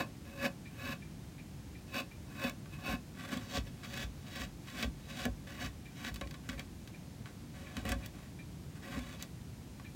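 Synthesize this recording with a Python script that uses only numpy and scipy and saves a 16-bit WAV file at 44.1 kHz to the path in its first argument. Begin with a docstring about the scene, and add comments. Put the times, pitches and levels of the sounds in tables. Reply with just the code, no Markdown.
"""A short, woody scrape comes first: a small hand tool pares the sawn edges of a thin fretwork strip.
More uneven strokes follow. Tearing fibres make the strip ring, and the tool chatters when it bites deep.
Chips snap off, and the strip thuds on the workbench as the tool breaks through.
Behind it all the workshop rumbles softly, with a faint, regular ticking that comes and goes."""
import sys
import numpy as np
from scipy import signal
from scipy.fft import rfft, irfft
from scipy.io import wavfile
from scipy.ndimage import uniform_filter1d

SR = 44100
rng = np.random.default_rng(int(sys.argv[2]) if len(sys.argv) > 2 else 0)


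def master(y):
    """Save y as 16-bit WAV."""
    cut = np.clip(np.atleast_2d(y).T, -1, 1)
    pcm = np.round(cut * 32767)  # scale
    wavfile.write(sys.argv[1], SR, pcm.astype(np.int16))


N = 438794
TIME = np.arange(N) / SR

# the tone of the room's rumble and hiss: f/Hz, relative level/dB
ROOM_SPECTRUM = [(15, -44), (25, -18), (64, -4), (145, -2.5), (309, -12), (344, -15), (416, -21),
                 (545, -23.5), (677, -24.5), (1260, -31), (2350, -32), (2990, -33.5), (6560, -35.5),
                 (14800, -43.5), (16000, -41)]
# runs of even ticking: first tick t/s, last tick t/s
TICK_RUNS = [(0.651, 2.108), (5.852, 6.935), (7.661, 8.386), (9.843, 9.843)]
# A mode is one note at which a thing rings. The next four tables: f/Hz, width/Hz, relative level/dB
TICK_RING_MODES = [(1776, 54, -3.5), (2010, 120, -11), (2370, 52, 3), (3960, 260, -16)]   # the tick
BENCH_MODES = [(48.5, 4.1, 3.5), (62, 14.3, 6), (102.6, 6.2, 4.5)]   # the bench top's deep thump
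KNOCK_MODES = [(178, 24, -6), (242, 17, 0), (279, 22, -2.5)]   # the strip's hollow knock on the bench
CLACK_MODES = [(430, 45, -10), (555, 34, -4), (625, 45, -7), (738, 34, -0.5)]   # its harder clack
# the strip's own modes: f/Hz, width/Hz, level/dB when cut at the first spot, level/dB at the second
STRIP_MODES = [(237, 29, -1.5, 2.5), (279.4, 33, -15, -11), (554.2, 15, -3.5, -3.5), (622, 17, -13, -9),
               (732, 18.7, -9.5, -5), (1076, 14, -1, -7), (1141, 25, -4.5, -5.5), (1335, 21, -23, -26),
               (1482, 146, -11, -12.5), (1552, 26, -3.5, -6.5), (1705, 36, 0.5, -7), (1933, 94, -15.5, -8),
               (2230, 92, -9.5, -11.5), (2328, 90, -15.5, -12.5), (2562, 45, 3, -5.5),
               (2900, 87, -10, -11.5), (3020, 87, -27, -17), (3277, 88, -27, -12), (3484, 16, -5.5, -7.5),
               (3844, 123, -9.5, -10.5), (4524, 110, -14, -15), (4840, 140, -20.5, -19.5),
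               (5410, 170, -17.5, -19), (5880, 55, -27, -18.5), (6370, 240, -24.5, -22.5),
               (7440, 1740, -29.5, -23.5), (9850, 1300, -35, -32), (12300, 3100, -36, -30),
               (14200, 683, -23, -40), (15000, 830, -38, -25)]
# the strip pressed onto the bench: t/s, relative level/dB, extra knock/dB, extra clack/dB
BENCH_HITS = [(2.442, -41, 15, 7), (2.879, -29.5, -1, -9), (2.932, -37.5, 13, -8), (3.332, -52, 18, -1),
              (3.361, -45, 18, -5), (3.572, -25, -5, -6), (4.032, -29, -14, -18), (4.399, -34.5, -8, -9),
              (4.841, -24.5, -11, -7), (4.869, -43, 12.5, -12), (5.259, -31.5, 4.5, 4),
              (5.279, -29, -5, -4), (5.639, -32, 0, -18), (6.108, -30.5, -19, -14), (6.211, -33, -6, -7),
              (6.258, -34.5, -8, -10), (6.487, -34.5, 5, -21), (6.526, -36, -8, -24), (6.588, -39, -2, -5),
              (7.769, -32, 4.5, -8), (7.849, -32, 3.5, -1.5), (7.901, -25, -6, -9), (7.953, -29, -6, -22),
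              (8.968, -32.5, 5, -8)]
# chips snapping and the tool catching: t/s, level/dB, lows/dB, highs/dB, tilt/(dB per octave),
# trail of splinters/dB (lows, highs and trail are relative; tilt above zero is brighter)
CHIP_SNAPS = [(2.496, -37.5, -22, -7, 3, -15), (2.657, -48.5, -19, -18, -6, -17),
              (3.289, -44, -6, -12, -1, -10), (3.3718, -41, -13, -11, 4, -10),
              (3.5662, -38, -2, -11, -2, -15), (3.8332, -44, -15, -22, -5, -12),
              (4.8265, -29, 1.5, -17, 2, -5), (5.253, -30, 6.5, -10.5, 0, -15),
              (6.047, -37, -22, -17, -2, -22), (6.0681, -38, -21, -21, 1, -17),
              (6.0844, -40, -18, -22, -1, -15), (6.142, -46, -16, -0.5, 3, -5),
              (6.1587, -40, -8, -9, 1, -2), (6.2113, -36, 5, -16, -2.5, -9),
              (6.2722, -44.5, -20, -15, 1, -23), (6.3096, -43.5, -3, -13, 0, -17),
              (6.3402, -43.5, -14, -15, -4.5, 4), (6.4899, -34, -26, -12.5, -1, -13),
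              (6.497, -36, -26, -21, 2, -20), (6.5943, -35.5, -18, -11, 1, -17),
              (6.8745, -47.5, -14, -10, 4, -11), (7.2577, -41.5, -8, -32, -11, -18),
              (7.7677, -34.5, -22, -12, -4, -12), (7.8516, -36, -12, -10.5, -1.5, 1),
              (7.891, -32.5, 0, -5.5, -2, -4), (7.9189, -30.5, -2, -8, -5, -12),
              (8.0604, -46, -17, 0, 8, -15), (9.2250, -35.5, -17, -2.5, 8.5, -22),
              (9.7979, -45, -3, -28, -12, -22)]
# tool strokes, a light skim and then a bite: full bite t/s, hold/s, bite level/dB, swell/s,
# skim before the bite/s, skim level/dB, relative lows/dB, tilt/(dB per octave)
TOOL_STROKES = [(0.004, 0.0072, -37.5, 0.06, 0, -62, 5, -1.5),
                (0.446, 0.015, -36.5, 0.092, .19, -60, 1.5, -1),
                (0.860, 0.067, -43.5, 0.13, .10, -64, -2, -.8),
                (1.953, 0.047, -40, 0.043, 0.072, -62, -2, 1.5),
                (2.438, 0.043, -41, 0.13, 0.13, -60, 0, -0.7),
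                (2.735, 0.02, -53.5, 0.05, 0.015, -60, -9, -1),
                (2.868, 0.069, -42, .07, 0.077, -59, 1, 0.5), (3.195, 0.06, -51, .065, 0, -58, -3, -3),
                (3.330, 0.0072, -41, 0.051, 0.052, -54, 2.5, -0.5),
                (3.366, 0.013, -49, 0.025, 0.071, -66, 5.5, -1), (3.412, 0.021, -54, 0.03, 0, -60, -13, -1),
                (3.563, 0.011, -40, .11, .13, -58, 0, 4), (3.670, .012, -58, .04, 0, -60, -1.5, 1),
                (3.842, 0.012, -47.5, 0.019, 0.0062, -60, -10, -1.5),
                (3.985, .048, -44.5, 0.21, 0.067, -55.5, -2, 3),
                (4.378, 0.061, -46.5, 0.2, 0.11, -54.5, -2, 1.5),
                (4.678, 0.011, -50, 0.035, 0, -58, -13, -2), (4.797, 0.042, -43.5, 0.15, .10, -59, -2, 1),
                (5.200, .052, -45, 0.19, 0.11, -52, -2, 1),
                (5.615, 0.051, -44, 0.083, 0.14, -54, -2.5, -0.5),
                (6.050, 0.037, -45.5, 0.13, 0.08, -53, -2, 0),
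                (6.500, 0.043, -54.5, 0.018, 0.062, -65, 1.5, -3), (6.585, .016, -52, 0.021, 0, -60, 3, -3),
                (7.260, .035, -64, .02, 0, -58, -6, -6), (7.775, 0.035, -50.5, .012, 0.23, -59, 2, -3),
                (7.880, 0.051, -45.5, 0.062, 0, -60, 4.5, -2.5),
                (8.045, .02, -55, .07, 0.055, -59.5, 1.5, -2), (8.150, .11, -67, .05, 0.0087, -63, 0, -3),
                (8.760, 0.016, -60, .03, 0, -62, -8, -7), (8.930, 0.052, -48.5, .15, 0.1, -53, 1.5, -2.5),
                (9.020, 0.13, -55.5, 0.094, 0, -60, 1.5, -0.5),
                (9.214, 0.021, -51.5, 0.065, 0.013, -53, -2.5, 2)]


def from_db(db):
    """Turn decibels into a gain to multiply by."""
    return 10 ** (np.asarray(db) / 20)


def rms_one(x):
    """Scale a sound so that its average strength (rms) is 1."""
    return x / np.sqrt(np.mean(x ** 2) + 1e-20)


def peak_one(x):
    """Scale a sound so that its loudest millisecond swings to about 1."""
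    return x / np.sqrt(2 * uniform_filter1d(x ** 2, size=44).max() + 1e-20)


def add(out, start_s, sound):
    """Mix a sound in at the given time."""
    i = int(np.clip(start_s * SR, 0, N - 1))
    out[i:i + len(sound)] += sound[:N - i]


def keep_band(x, hz, side, order=3):
    """Keep the "low" or the "high" side of a frequency."""
    return signal.sosfilt(signal.butter(order, hz, side, fs=SR, output="sos"), x + 1e-18)


def three_bands(x, low_hz=930, high_hz=6600):
    """Split a sound into woody lows, a rasping middle and crisp highs."""
    above_lows = keep_band(x, low_hz, "high", 5)
    middle = keep_band(above_lows, high_hz, "low", 5)
    return keep_band(x, low_hz, "low", 5), middle, keep_band(x, high_hz, "high", 5)


def drift(rate_hz):
    """A smooth random wobble of size 1 that changes about rate_hz times a second."""
    smoothing = 1 + (np.fft.rfftfreq(N, 1 / SR) / rate_hz) ** 2
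    return rms_one(irfft(rfft(rng.standard_normal(N)) / smoothing, N))


def resonate(force, modes):
    """Let a force ring each mode, and add them up with alternating signs."""
    out = 0
    for k, (hz, width_hz, db) in enumerate(modes):
        decay = np.exp(-np.pi * width_hz / SR)   # wider modes die sooner
        poles = [1, -2 * decay * np.cos(2 * np.pi * hz / SR), decay ** 2]
        ring = signal.lfilter([1, 0, -1], poles, force + 1e-18)
        out = out + (-1) ** k * from_db(db) * (1 - decay ** 2) / 2 * ring
    return out


def room_rumble(level_db=-48.3):
    """The room's steady low rumble under an even hiss."""
    hz, db = np.transpose(ROOM_SPECTRUM)
    colour = from_db(np.interp(np.log(np.fft.rfftfreq(N, 1 / SR) + 1), np.log(hz), db))
    return from_db(level_db) * rms_one(irfft(rfft(rng.standard_normal(N)) * colour, N))


def ticking(every_s=0.364, rise_s=0.0031, fall_s=0.021, level_db=-48.5):
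    """Each distant tick arrives smeared into a short ringing puff."""
    out, t = np.zeros(N), TIME[:SR // 5]
    for first, last in TICK_RUNS:
        for start_s in np.linspace(first, last, round((last - first) / every_s) + 1):
            puff = (1 - np.exp(-t / rise_s)) * np.exp(-t / fall_s) * rng.standard_normal(len(t))
            add(out, start_s, from_db(level_db) * peak_one(resonate(puff, TICK_RING_MODES)))
    return out


def with_wall_echo(x, fade_s=0.17, dull_hz=5000, echo_db=-19):
    """The walls add a short, dull tail to a sound."""
    t = TIME[:SR // 2]
    echoes = rng.standard_normal(len(t)) * from_db(-60 * t / fade_s) * (t > .004)
    tail = keep_band(echoes, dull_hz, "low", order=1)
    return x + from_db(echo_db) * signal.fftconvolve(x, tail / np.linalg.norm(tail))[:N]


def bench_thuds(push_s=0.00098, thump_db=-4, knock_db=-2, clack_db=-3):
    """A soft push sets the bench top swinging, and the strip knocks on it."""
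    out, t = np.zeros(N), TIME[:SR // 2]
    push = t * np.exp(-t / push_s)
    thump, knock, clack = (peak_one(resonate(push, m)) for m in (BENCH_MODES, KNOCK_MODES, CLACK_MODES))
    for start_s, db, extra_knock, extra_clack in BENCH_HITS:
        contact = from_db(knock_db + extra_knock) * knock + from_db(clack_db + extra_clack) * clack
        add(out, start_s, from_db(db) * (from_db(thump_db) * thump + contact))
    return out


def strip_ring(force, at_second_spot, tilt_db, scatter_db=1.0, width_scale=0.95, detune=0.0027):
    """The hand-held strip rings; each touch shifts the level and pitch of its modes a little."""
    hz, width_hz, first_db, second_db = np.transpose(STRIP_MODES)
    db = (second_db if at_second_spot else first_db) + tilt_db * np.log2(np.maximum(hz, 500) / 2000)
    db = db + scatter_db * rng.standard_normal(len(hz))
    hz = hz * (1 + detune * rng.standard_normal(len(hz)))
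    modes = zip(hz, width_scale * width_hz, db)
    # each fibre sits somewhere else on the strip, so it pushes a mode one way or the other
    return sum(resonate(force * rng.choice([-1, 1], len(force)), [mode]) for mode in modes)


def snapping_chips(crack_s=0.0014, splinter_s=0.0089, low_db=-4):
    """A chip breaks with one crack and a short trail of splintering fibres."""
    out, t = np.zeros(N), TIME[:SR // 10]
    for start_s, db, weight_db, crisp_db, tilt_db, trail_db in CHIP_SNAPS:
        fade = np.exp(-t / crack_s) + from_db(trail_db) * np.exp(-t / splinter_s)
        burst = fade * rng.standard_normal(len(t))
        low, mid, high = three_bands(strip_ring(burst, at_second_spot=True, tilt_db=tilt_db))
        body = from_db(weight_db + low_db) * rms_one(low)
        snap = body + rms_one(mid) + from_db(crisp_db) * rms_one(high)
        add(out, start_s, from_db(db) * snap * np.std(peak_one(mid)))   # db sets the middle band's peak
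    return out


def tearing_fibres(fibres_per_s=5000, size_db=3, rub=0.31, grain_db=1, catches_per_s=22, catch_s=0.0016):
    """Fibres tear one by one over a smooth rub; the grain varies, and a tough fibre sometimes catches."""
    sizes = from_db(size_db * np.minimum(rng.exponential(1, N), 4)) * rng.choice([-1, 1], N)
    tears = rms_one(sizes * (rng.random(N) < fibres_per_s / SR))
    rubbing = rub * rng.standard_normal(N)
    catches = (rng.random(N) < catches_per_s / SR) * rng.random(N)
    strain = 2 * signal.lfilter([1], [1, -np.exp(-1 / (catch_s * SR))], catches + 1e-18)
    return (tears + rubbing) * (1 + strain) * from_db(grain_db * drift(42))


def paring_strokes(chatter_hz=205, chatter=0.17, deep_bite_db=-43, second_spot_from_s=3.1):
    """The tool skims, bites and lets go; in a deep bite it sticks and slips, tearing fibres in bunches."""
    skim_rise_s, swell_db = 0.011, 24
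    rasp_fade_db_per_s, body_fade_db_per_s = 553, 366   # the woody lows fade last
    firm_db, high_db, low_db = -40, -14, -1   # a firm bite, and its highs and lows against the middle
    out, tears = np.zeros(N), tearing_fibres()
    slip = np.cos(2 * np.pi * np.cumsum(chatter_hz * (1 + 0.2088 * drift(41.1))) / SR)
    for bite_s, hold_s, bite_db, swell_s, skim_s, skim_db, weight_db, tilt_db in TOOL_STROKES:
        span = (TIME > bite_s - .26) & (TIME < bite_s + hold_s + .12)
        t = TIME[span] - bite_s
        skim = from_db(skim_db) * np.clip(1 + (t + skim_s) / skim_rise_s, 0, 1)
        bite = from_db(bite_db + swell_db * np.minimum(t, 0) / swell_s)
        pressure = np.maximum(skim, bite)
        pressure_db = 20 * np.log10(pressure + 1e-9)
        chatter_depth = chatter / (1 + from_db(deep_bite_db - pressure_db))
        force = tears[span] * np.exp(2 * chatter_depth * slip[span] - 2 * chatter_depth ** 2)
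        ring = strip_ring(force, bite_s >= second_spot_from_s, tilt_db)
        low, mid, high = map(rms_one, three_bands(ring))
        lightness_db = firm_db - pressure_db   # a light touch favours the highs, and the lows a little
        rasp = mid + from_db(high_db + 0.1663 * lightness_db) * high
        body = from_db(weight_db + low_db + 0.05 * lightness_db) * low
        since_release_s = np.maximum(t - hold_s, 0)
        rasp *= from_db(-rasp_fade_db_per_s * since_release_s)
        body *= from_db(-body_fade_db_per_s * since_release_s)
        out[span] += pressure * (rasp + body)
    return out


def scene():
    """Tool, strip and bench close by, the room behind, in one channel."""
    woodwork = paring_strokes() + snapping_chips() + bench_thuds()
    return (with_wall_echo(woodwork) + ticking() + room_rumble())[None]


def record(dry, bass_hz=41, top_hz=15900):
    """The microphone drops the deepest bass; the highest treble is cut steeply."""
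    treble_cut = signal.ellip(12, .1, 80, top_hz, fs=SR, output="sos")
    return signal.sosfilt(treble_cut, keep_band(dry, bass_hz, "high", order=6))


dry = scene()
out = record(dry)
master(out)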